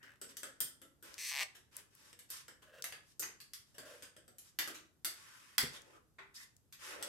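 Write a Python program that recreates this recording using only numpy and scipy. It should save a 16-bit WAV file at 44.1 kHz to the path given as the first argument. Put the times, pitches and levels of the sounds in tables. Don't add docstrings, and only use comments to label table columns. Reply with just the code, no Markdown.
import sys
import numpy as np
from scipy import signal
from scipy.fft import rfft, irfft
from scipy.io import wavfile

SR = 44100
rng = np.random.default_rng(int(sys.argv[2]) if len(sys.argv) > 2 else 0)


def pcm_store(signal):
    levels = np.round(np.clip(np.atleast_2d(signal), -1, 1) * 32767)
    wavfile.write(sys.argv[1], SR, levels.astype(np.int16).T)


N = 312565
TAPS = 4096
BINS = np.fft.rfftfreq(TAPS, 1 / SR)


# frequency in Hz, gain in dB.
CLICK_SPECTRUM = [(40, -32), (130, -4), (210, -4), (310, 1.5), (550, -0.5), (750, -4), (1200, -4),
                  (2000, 2.5), (3100, 6), (5000, 6.5), (10000, 6.5), (12000, 9.5), (14500, 5),
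                  (16000, -3.5)]
# frequency in Hz, gain in dB.
CUPPED_HANDS = [(620, 1), (860, -5), (1350, 5), (1700, 5), (2300, -6), (3200, 1), (4100, -4), (5200, 0.5),
                (6600, -3), (8200, 2), (9500, -1)]
# frequency in Hz, level in dB, 60 dB decay time in seconds.
NEEDLE_MODES = [(2035, 3.5, 0.013), (4680, 8.5, 0.0079), (5100, -9.5, 0.0042)]
# time in seconds, frequency in Hz.
GRIP_RESONANCE = [(0.21, 257), (0.37, 280), (0.43, 540), (0.6, 253), (0.82, 288), (2.9, 574), (3.2, 427),
                  (3.8, 584), (4.3, 518), (4.6, 335), (5.6, 315), (7, 476)]
# time in seconds, left over right in dB.
HAND_PAN = [(0.5, 5.5), (2.5, 1.5), (3.7, 2.5), (5.5, -2), (7.0, 1)]
# start in seconds, level in dB, bass and treble against the
# mids in dB, ring frequency in Hz, ring height in dB, direct sound gain in dB, needle knock in dB.
IMPACTS = [(0.029, -24.5, -5, -14, 2940, 8.5, -7, -11), (0.2143, -14, 3.5, -3.5, 8850, 3.5, -8.5, -20),
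           (0.369, -14.5, -6.5, 1, 6730, 1.5, -5, -15), (0.4323, -12, -2.5, -6.5, 8160, 3, -5.5, -9.5),
           (0.604, -1.5, -1, 5, 3600, 3, -6, -10.5), (0.8164, -23.5, 7, -3.5, 1330, 13.5, -6.5, -19),
           (1.0256, -22.5, 6, -0.5, 1520, 12, -7.5, -21), (1.548, -23.5, -8.5, -6, 4230, -4, -18, -20),
           (2.129, -29, -5, -8, 8200, 5, -0.5, -23), (2.1903, -23.5, -11, -3, 8100, 2, -6, -27),
           (2.3022, -13, -3.5, 4, 9400, 4, -5, -15), (2.481, -21, -4, -9.5, 7700, 2.5, -5, -22),
           (2.619, -27, -6.5, -13.5, 3340, 0, -15, -20), (2.841, -8.5, -15, -7, 10300, 6.5, -4.5, -10.5),
           (2.923, -15.5, -10, -10.5, 3030, 5, -5, -11), (3.195, -6, 5.5, 9.5, 6350, 10.5, -6.5, -7),
           (3.224, -8, -11.5, -11.5, 6500, 11.5, -9, -5), (3.4022, -20, -41, -5, 4600, 9, -7.5, -17),
           (3.5344, -15, -50, -0.5, 5200, 7.5, -4.5, -5.5), (3.7435, -28.5, 0, -6.5, 8400, 0, -14, -23),
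           (3.782, -16.5, 2.5, -6, 1650, 1, -5.5, -10), (4.0228, -17.5, -5.5, -7, 1300, 1, -9, -15),
           (4.165, -25.5, 2, -8.5, 8450, 2.5, -5, -26.5), (4.2791, -28.5, 6, -5, 5400, -3, -4.5, -23),
           (4.3832, -21, -11.5, 3, 6500, 4.5, -6, -25), (4.588, -0.5, -12, -4.5, 4400, 3, -6, -3.5),
           (4.6747, -11.5, -3, -8.5, 1280, 4, -6.5, -21), (4.7449, -17, -14, -6, 1310, 6.5, -12, -25),
           (5.0469, -2.5, -11, -2.5, 8500, 5.5, -7, -8), (5.581, 4.5, -10.5, -2.5, 2260, 7.5, -2.5, 1),
           (6.1846, -16.5, -16.5, -27.5, 1020, 8, -15.5, -10), (6.725, -21, -32, -6.5, 4910, 5.5, -7, -10),
           (7.0257, -9, -7, -2, 8350, 3.5, -4.5, -6)]


def clicks(chatter_s=0.0022, chatter_doubling_db=31, grip_db=7, room_db=-0.54):
    out = np.zeros((2, N))
    needle = abs(rfft(unit(ring(NEEDLE_MODES))[:TAPS]))
    for start, db, bass, treble, ring_hz, ring_db, direct_db, knock_db in IMPACTS:
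        tilt = read([(550, bass), (1100, 0.005), (2100, 0.005), (4200, 0.74 * treble - 1),
                     (6500, treble), (11000, 1.43 * treble - 0.5)], BINS)
        tilt += read([(12500, 0), (15500, min(db, 0) / 2)], BINS)
        grip_hz = np.interp(start, *np.transpose(GRIP_RESONANCE))
        peaks = ring_db * hump(ring_hz, width=0.12) + grip_db * hump(grip_hz, width=0.17)
        hollow = np.clip((bass + 13) / 10, 0, 1.2) * read(CUPPED_HANDS, BINS)
        body = amp(read(CLICK_SPECTRUM, BINS) + peaks + hollow + ripple(db=3.5, per_octave=11))
        colour = minimum_phase(tilt + 20 * np.log10(np.hypot(body, amp(knock_db) * needle)))
        crack = contact(chatter_s * 2 ** (-db / chatter_doubling_db))
        pan_db = np.interp(start, *np.transpose(HAND_PAN))
        add(out, start, amp(db + direct_db) * pan(pan_db) * unit(convolve(crack, colour)))
        add(out, start, amp(db + room_db) * unit(convolve(room_tail(), colour)))
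    return out


# start in seconds, energy in dB, centre frequency in Hz.
LIGHT_CONTACTS = [(1.1414, -24.5, 5060), (1.767, -17, 10000), (1.951, -35.5, 10400), (2.8227, -16, 5400),
                  (5.8187, -33.5, 6400), (6.566, -38.5, 6940)]


def ticks(chatter_s=0.0012, slope_db_per_octave=13, pan_db=4, room_db=-8):
    out = np.zeros((2, N))
    for start, db, hz in LIGHT_CONTACTS:
        octaves_away = abs(np.log2((BINS + 1) / hz))
        colour = minimum_phase(-slope_db_per_octave * np.minimum(octaves_away, 3))
        add(out, start, amp(db) * pan(pan_db) * unit(convolve(contact(chatter_s), colour)))
        add(out, start, amp(db + room_db) * unit(convolve(room_tail(), colour)))
    return out


# frequency in Hz, gain in dB under a light grip, then under a tight one.
CABLE_SPECTRA = [(606, -9.5, -13), (1150, -8, -11), (1400, -31, -11), (1745, -6, -4), (2050, -3, 4.5),
                 (2660, -2.5, 1.5), (3000, -12, -2.5), (4100, -6.5, -8), (4400, 3.5, -5),
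                 (4670, -10.5, -7.5), (6120, 1, -12), (6870, -9.5, -19), (8000, -4, -14.5),
                 (9900, -9.5, -23), (14000, -13, -21.5), (16000, -29, -30)]
# time in seconds, slips per second,
# slip level in dB, low cutoff in Hz, grip from 0 to 1.
CABLE_PULL = [(1.181, 240, -22.5, 1700, 0.24), (1.22, 360, -20.5, 1560, 0.15), (1.303, 340, -18, 1480, 0.2),
              (1.316, 150, -16, 890, 0.52), (1.397, 140, -11, 690, 0.65), (1.423, 360, -13, 540, 0.88),
              (1.435, 320, -12.5, 537, 0.3)]


def cable_creak(delay_s=0.0006, delay_at_hz=1150, grit_hz=6000, direct_db=-0.7, room_db=-6.5):
    times, *controls = np.transpose(CABLE_PULL)
    t = np.arange(times[0], times[-1], 1 / SR)
    rate, db, cutoff_hz, grip = (np.interp(t, times, control) for control in controls)
    train = slips(rate, jitter=0.14, spread_db=1) * amp(db)
    light, tight = (read(np.array(CABLE_SPECTRA)[:, [0, k]], BINS) for k in (1, 2))
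    grit_share = 0.45 / (1 + (grit_hz / (BINS + 1)) ** 4)
    chirp = np.exp(-4j * np.pi * delay_s * np.sqrt(BINS * delay_at_hz))
    dry = np.zeros((2, N))
    for i in np.flatnonzero(train):
        low_cut = np.maximum(-10 * np.log10(1 + (cutoff_hz[i] / (BINS + 1)) ** 8), -50)
        colour_db = light + grip[i] * (tight - light) + low_cut + ripple(db=1.6, per_octave=5)
        colour = rfft(minimum_phase(colour_db), TAPS)
        grit = rfft(contact(chatter_s=0.0011), TAPS)
        push = np.sqrt(1 - grit_share) * chirp + np.sqrt(grit_share) * grit
        add(dry, t[i], train[i] * unit(irfft(colour * push)[:, :TAPS // 2]))
    reverb = convolve(dry, room_tail(early_db=15, early_s=0.017))[:, :N]
    return amp(direct_db) * pan(db=2) * dry + amp(room_db) * reverb


# frequency in Hz, bandwidth in Hz, weight in dB.
YARN_MODES = [(1400, 210, -19), (1600, 240, -1), (2680, 480, -12), (5100, 1900, -37), (7800, 1800, -41)]
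# start and length in seconds, level in dB, share of hollow ring in dB, slips per second.
YARN_PULLS = [(0.033, 0.14, -64.5, -20, 83), (2.66, 0.076, -65, -4.5, 360), (2.73, 0.085, -57.5, -4.5, 350),
              (3.817, 0.14, -56.5, -2, 320)]


def yarn_stutter(glide_hz=(600, 525), width_hz=115, scrape_s=0.002, fade_s=0.005, room_db=-5):
    out = np.zeros((2, N))
    modes = [(hz, db + 10 * np.log10(width), decay_time(width)) for hz, width, db in YARN_MODES]
    rasp_response = np.gradient(ring(modes))
    for start, length, db, hollow_db, rate in YARN_PULLS:
        t = np.arange(0, length, 1 / SR)
        jerks = slips(np.full(len(t), rate), jitter=0.3, spread_db=0.5)
        scrape = convolve(jerks, np.exp(-t / scrape_s))[:, :len(t)] * rng.standard_normal(len(t))
        hz = np.linspace(*glide_hz, len(t))
        hollow = unit(resonate(resonate(scrape, hz, width_hz), hz, width_hz))
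        rasp = unit(convolve(scrape, rasp_response)[:, :len(t)])
        share = min(amp(hollow_db), 0.95)
        envelope = swell(t, length, peak=0.6, ends_db=-5.5) * np.minimum((length - t) / fade_s, 1)
        dry = amp(db) * np.sqrt(len(t)) * envelope * (share * hollow + np.sqrt(1 - share ** 2) * rasp)
        add(out, start, dry)
        add(out, start, amp(room_db) * convolve(dry, room_tail()))
    return out


# start and length in seconds, level in dB, resonance frequency and bandwidth in Hz.
FINGER_DRAGS = [(0.0, 0.13, -64, 1970, 720), (5.24, 0.14, -67, 1440, 500), (5.738, 0.033, -53, 3470, 700),
                (5.925, 0.053, -66.5, 1244, 505), (6.347, 0.022, -51, 5070, 810),
                (6.36, 0.09, -60.5, 1950, 400), (6.915, 0.025, -52.5, 1470, 700)]


def finger_rubs(slips_per_s=400):
    out = np.zeros((2, N))
    for start, length, db, hz, width in FINGER_DRAGS:
        t = np.arange(0, length, 1 / SR)
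        friction = slips(np.full(len(t), slips_per_s), jitter=0.5, spread_db=3)
        friction *= swell(t, length, peak=0.5, ends_db=-3)
        body = ring([(hz, 0, decay_time(width))])
        voice = amp(db) * np.sqrt(len(t)) * unit(convolve(convolve(friction, body), np.gradient(body)))
        add(out, start, convolve(voice, room_tail(early_db=20, early_s=0.012)))
    return out


# frequency in Hz, gain in dB.
WOOL_SPECTRUM = [(180, -11.5), (330, 1), (480, -4.5), (750, -21), (1000, 4.5), (1800, 5), (2600, 3.5),
                 (4000, -10), (5200, -6.5), (12500, -13.5), (15500, -34.5)]
# start and length in seconds, place of the peak from 0 to 1,
# level in dB, low and high bands against the mids in dB.
WOOL_STROKES = [(0.287, 0.041, 0.1, -62, -28, 6), (1.036, 0.22, 0, -60.5, -8, 0),
                (1.714, 0.092, 0.9, -60.5, -10, 2), (1.905, 0.23, 0.8, -67.5, -10, 4),
                (2.29, 0.13, 0.4, -58, -40, 8), (3.028, 0.1, 1, -82, -26, 15),
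                (3.657, 0.087, 0.3, -81.5, -23, 10), (3.851, 0.17, 0, -61.5, -7, 2.5),
                (4.425, 0.083, 0.66, -73.5, -22, 11), (5.151, 0.51, 0, -61.5, -21, 0),
                (5.712, 0.076, 0.52, -55.5, -8, 2), (5.788, 0.19, 0.88, -67.5, 1, -3),
                (6.34, 0.063, 0.17, -71, -28, 19), (6.385, 0.059, 0.87, -67.5, -24, 13),
                (6.79, 0.17, 0.38, -51.5, -16, 1), (6.873, 0.37, 0.36, -55.5, 0.5, -7)]


def wool_rustle(catches_per_s=1500, stitches_per_s=70, fade_s=0.0084, direct_db=-4, room_db=-2):
    out, t = np.zeros((2, N)), np.arange(N) / SR
    catches = (rng.random((2, N)) < catches_per_s / SR) * rng.standard_normal((2, N))
    catches *= amp(2 * np.minimum(rng.exponential(1, (2, N)), 3))
    grain = tinted(unit(catches) + 0.8 * unit(diffuse(N)), WOOL_SPECTRUM)
    mid = [(550, -37.5), (850, -6.5), (3200, -4), (5000, -19)]  # Hz, dB
    low = [(120, -16.5), (270, -11), (750, 11), (1200, -44)]
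    high = [(2200, -24), (3800, 2)]
    envelopes = np.zeros((3, N))
    for start, length, peak, db, low_db, high_db in WOOL_STROKES:
        age = np.arange(-fade_s / 2, length + fade_s / 2, 1 / SR)
        touch = np.clip(np.minimum(age, length - age) / fade_s + 0.5, 0, 1)
        stroke = amp(db) * touch * swell(age, length, peak, ends_db=-11.5)
        add(envelopes, start - fade_s / 2, amp([[0], [low_db], [high_db]]) * stroke)
    for band, envelope in zip((mid, low, high), envelopes):
        clumps = amp(0.5 * wander(t * stitches_per_s))
        out += envelope * clumps * unit(tinted(grain, band)) * np.sqrt(N)
    return amp(direct_db) * out + amp(room_db) * convolve(out, room_tail(early_db=30.5))[:, :N]


# frequency in Hz, level in dB, 60 dB decay time in seconds.
TABLE_MODES = [(90, -16.5, 0.12), (142, -6.5, 0.11), (242, -3, 0.052), (398, -3.5, 0.046),
               (492, -16.5, 0.2)]
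# start in seconds, level in dB.
HAND_BUMPS = [(5.633, -30.5)]


def table_bump(rise_s=0.0026, room_db=-11):
    out, thud = np.zeros((2, N)), ring(TABLE_MODES)
    thud *= 1 - np.exp(-np.arange(len(thud)) / SR / rise_s)
    for start, db in HAND_BUMPS:
        add(out, start, amp(db) * thud)
        add(out, start, amp(db + room_db) * convolve(thud, room_tail()))
    return out


# frequency in Hz, the room's 60 dB decay time in seconds.
REVERB_TIMES = [(150, 0.56), (500, 0.45), (2000, 0.36), (5000, 0.31), (9000, 0.29), (15000, 0.18)]


def room_tail(onset_s=0.0046, early_db=4, early_s=0.0041):
    hz, t, bands = signal.stft(diffuse(SR * 2 // 3), SR, nperseg=256)
    decay = amp(-60 * t / read(REVERB_TIMES, hz)[:, None])
    tail = signal.istft(bands * decay, SR, nperseg=256)[1]
    t = np.arange(tail.shape[1]) / SR
    return unit(tail * (1 - np.exp(-(t / onset_s) ** 2)) * amp(early_db * np.exp(-t / early_s)))


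# frequency in Hz, relative level of the background in dB.
VENTILATION_SPECTRUM = [(20, -30.5), (50, -5.5), (135, -1), (190, -8), (310, -10.5), (550, -19.5),
                        (900, -23), (2000, -28.5), (13000, -27.5), (15000, -53)]


def ventilation(level_db=-73):
    return amp(level_db) * np.sqrt(N) * unit(tinted(diffuse(N), VENTILATION_SPECTRUM))


# frequency in Hz, left-right coherence from 0 to 1.
COHERENCE = [(25, 0.39), (70, 0.55), (140, 0.088), (300, 0.65), (600, 0.67), (1200, 0.056), (4000, 0)]


def diffuse(size):
    a, b = rfft(rng.standard_normal((2, size)))
    shared = read(COHERENCE, np.fft.rfftfreq(size, 1 / SR))
    return irfft([a, shared * a + np.sqrt(1 - shared ** 2) * b], size)


def contact(chatter_s, rise_s=0.00025):
    t = np.arange(SR // 40) / SR
    noise = rng.standard_normal((3, len(t)))
    spectrum = rfft((noise[:2] + noise[2]) * (1 - np.exp(-t / rise_s)) * np.exp(-t / chatter_s))
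    whitened = irfft(spectrum / (abs(spectrum) + 1e-9), len(t))
    window = np.minimum(1, 2 - 2 * t / t[-1]) ** 2 * (t < t[-1] * 3 / 4)
    return unit(whitened * window)


def slips(rate, jitter, spread_db):
    load = np.cumsum(rate) / SR
    gaps = np.exp(jitter * rng.standard_normal(int(load[-1]) * 2 + 2))
    thresholds = np.r_[0, np.cumsum(gaps)]
    at = np.searchsorted(load, thresholds[thresholds < load[-1]])
    train = np.zeros(len(rate))
    train[at] = amp(spread_db * rng.standard_normal(len(at)))
    return train


def ring(modes):
    t = np.arange(SR // 2) / SR
    return sum(amp(db - 60 * t / t60) * np.sin(2 * np.pi * hz * t) for hz, db, t60 in modes)


def decay_time(width_hz):
    return np.log(1000) / np.pi / width_hz


def resonate(x, hz, width_hz):
    phasor = np.exp(2j * np.pi * np.cumsum(hz) / SR)
    pole = np.exp(-np.pi * width_hz / SR)
    return (phasor * signal.lfilter([1 - pole], [1, -pole], x / phasor)).real


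def swell(t, length, peak, ends_db):
    away = np.interp(t, [0, np.clip(peak, 0.02, 0.98) * length, length], [1, 0, 1])
    return amp(ends_db * away ** 2)


def hump(hz, width):
    return np.exp(-(np.log((BINS + 1) / hz) / width) ** 2)


def wander(position):
    return np.interp(position, np.arange(TAPS), rng.standard_normal(TAPS))


def ripple(db, per_octave):
    return db * wander(np.log2(BINS + 1) * per_octave)


def minimum_phase(db):
    log_gain = np.log(amp(np.r_[db, db[-2:0:-1]]))
    return np.fft.ifft(np.exp(np.conj(signal.hilbert(log_gain)))).real[:TAPS // 2]


def tinted(x, points):
    size = x.shape[-1]
    return irfft(rfft(x) * amp(read(points, np.fft.rfftfreq(size, 1 / SR))), size)


def read(points, hz):
    f, value = np.transpose(points)
    return np.interp(np.log(hz + 1), np.log(f), value)


def amp(db):
    return 10 ** (np.asarray(db) / 20)


def unit(x):
    return x / np.sqrt(np.mean(np.sum(x ** 2, -1)) + 1e-30)


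def pan(db):
    return amp(np.array([[db], [-db]]) / 2)


def add(mix, start, sound):
    part = mix[:, max(round(start * SR), 0):][:, :sound.shape[-1]]
    part += sound[..., :part.shape[1]]


def convolve(a, b):
    return signal.fftconvolve(np.atleast_2d(a), np.atleast_2d(b), axes=1)


def scene():
    knitting = clicks() + ticks() + cable_creak() + yarn_stutter() + finger_rubs() + wool_rustle()
    return knitting + table_bump() + ventilation()


# frequency in Hz, gain in dB.
HOUSING_RESPONSE = [(1780, -1), (1940, -2), (2100, -3.5), (3700, -2.5), (4130, -4), (4500, -2.5),
                    (7700, -1.5), (8300, 0), (9300, -4), (11000, -1)]


def record(dry, cutoff_hz=16200):
    low_pass = signal.firwin(255, cutoff_hz, window=("kaiser", 8), fs=SR)
    return signal.oaconvolve(tinted(dry, HOUSING_RESPONSE), low_pass[None], "same")


dry = scene()
out = record(dry)
pcm_store(out)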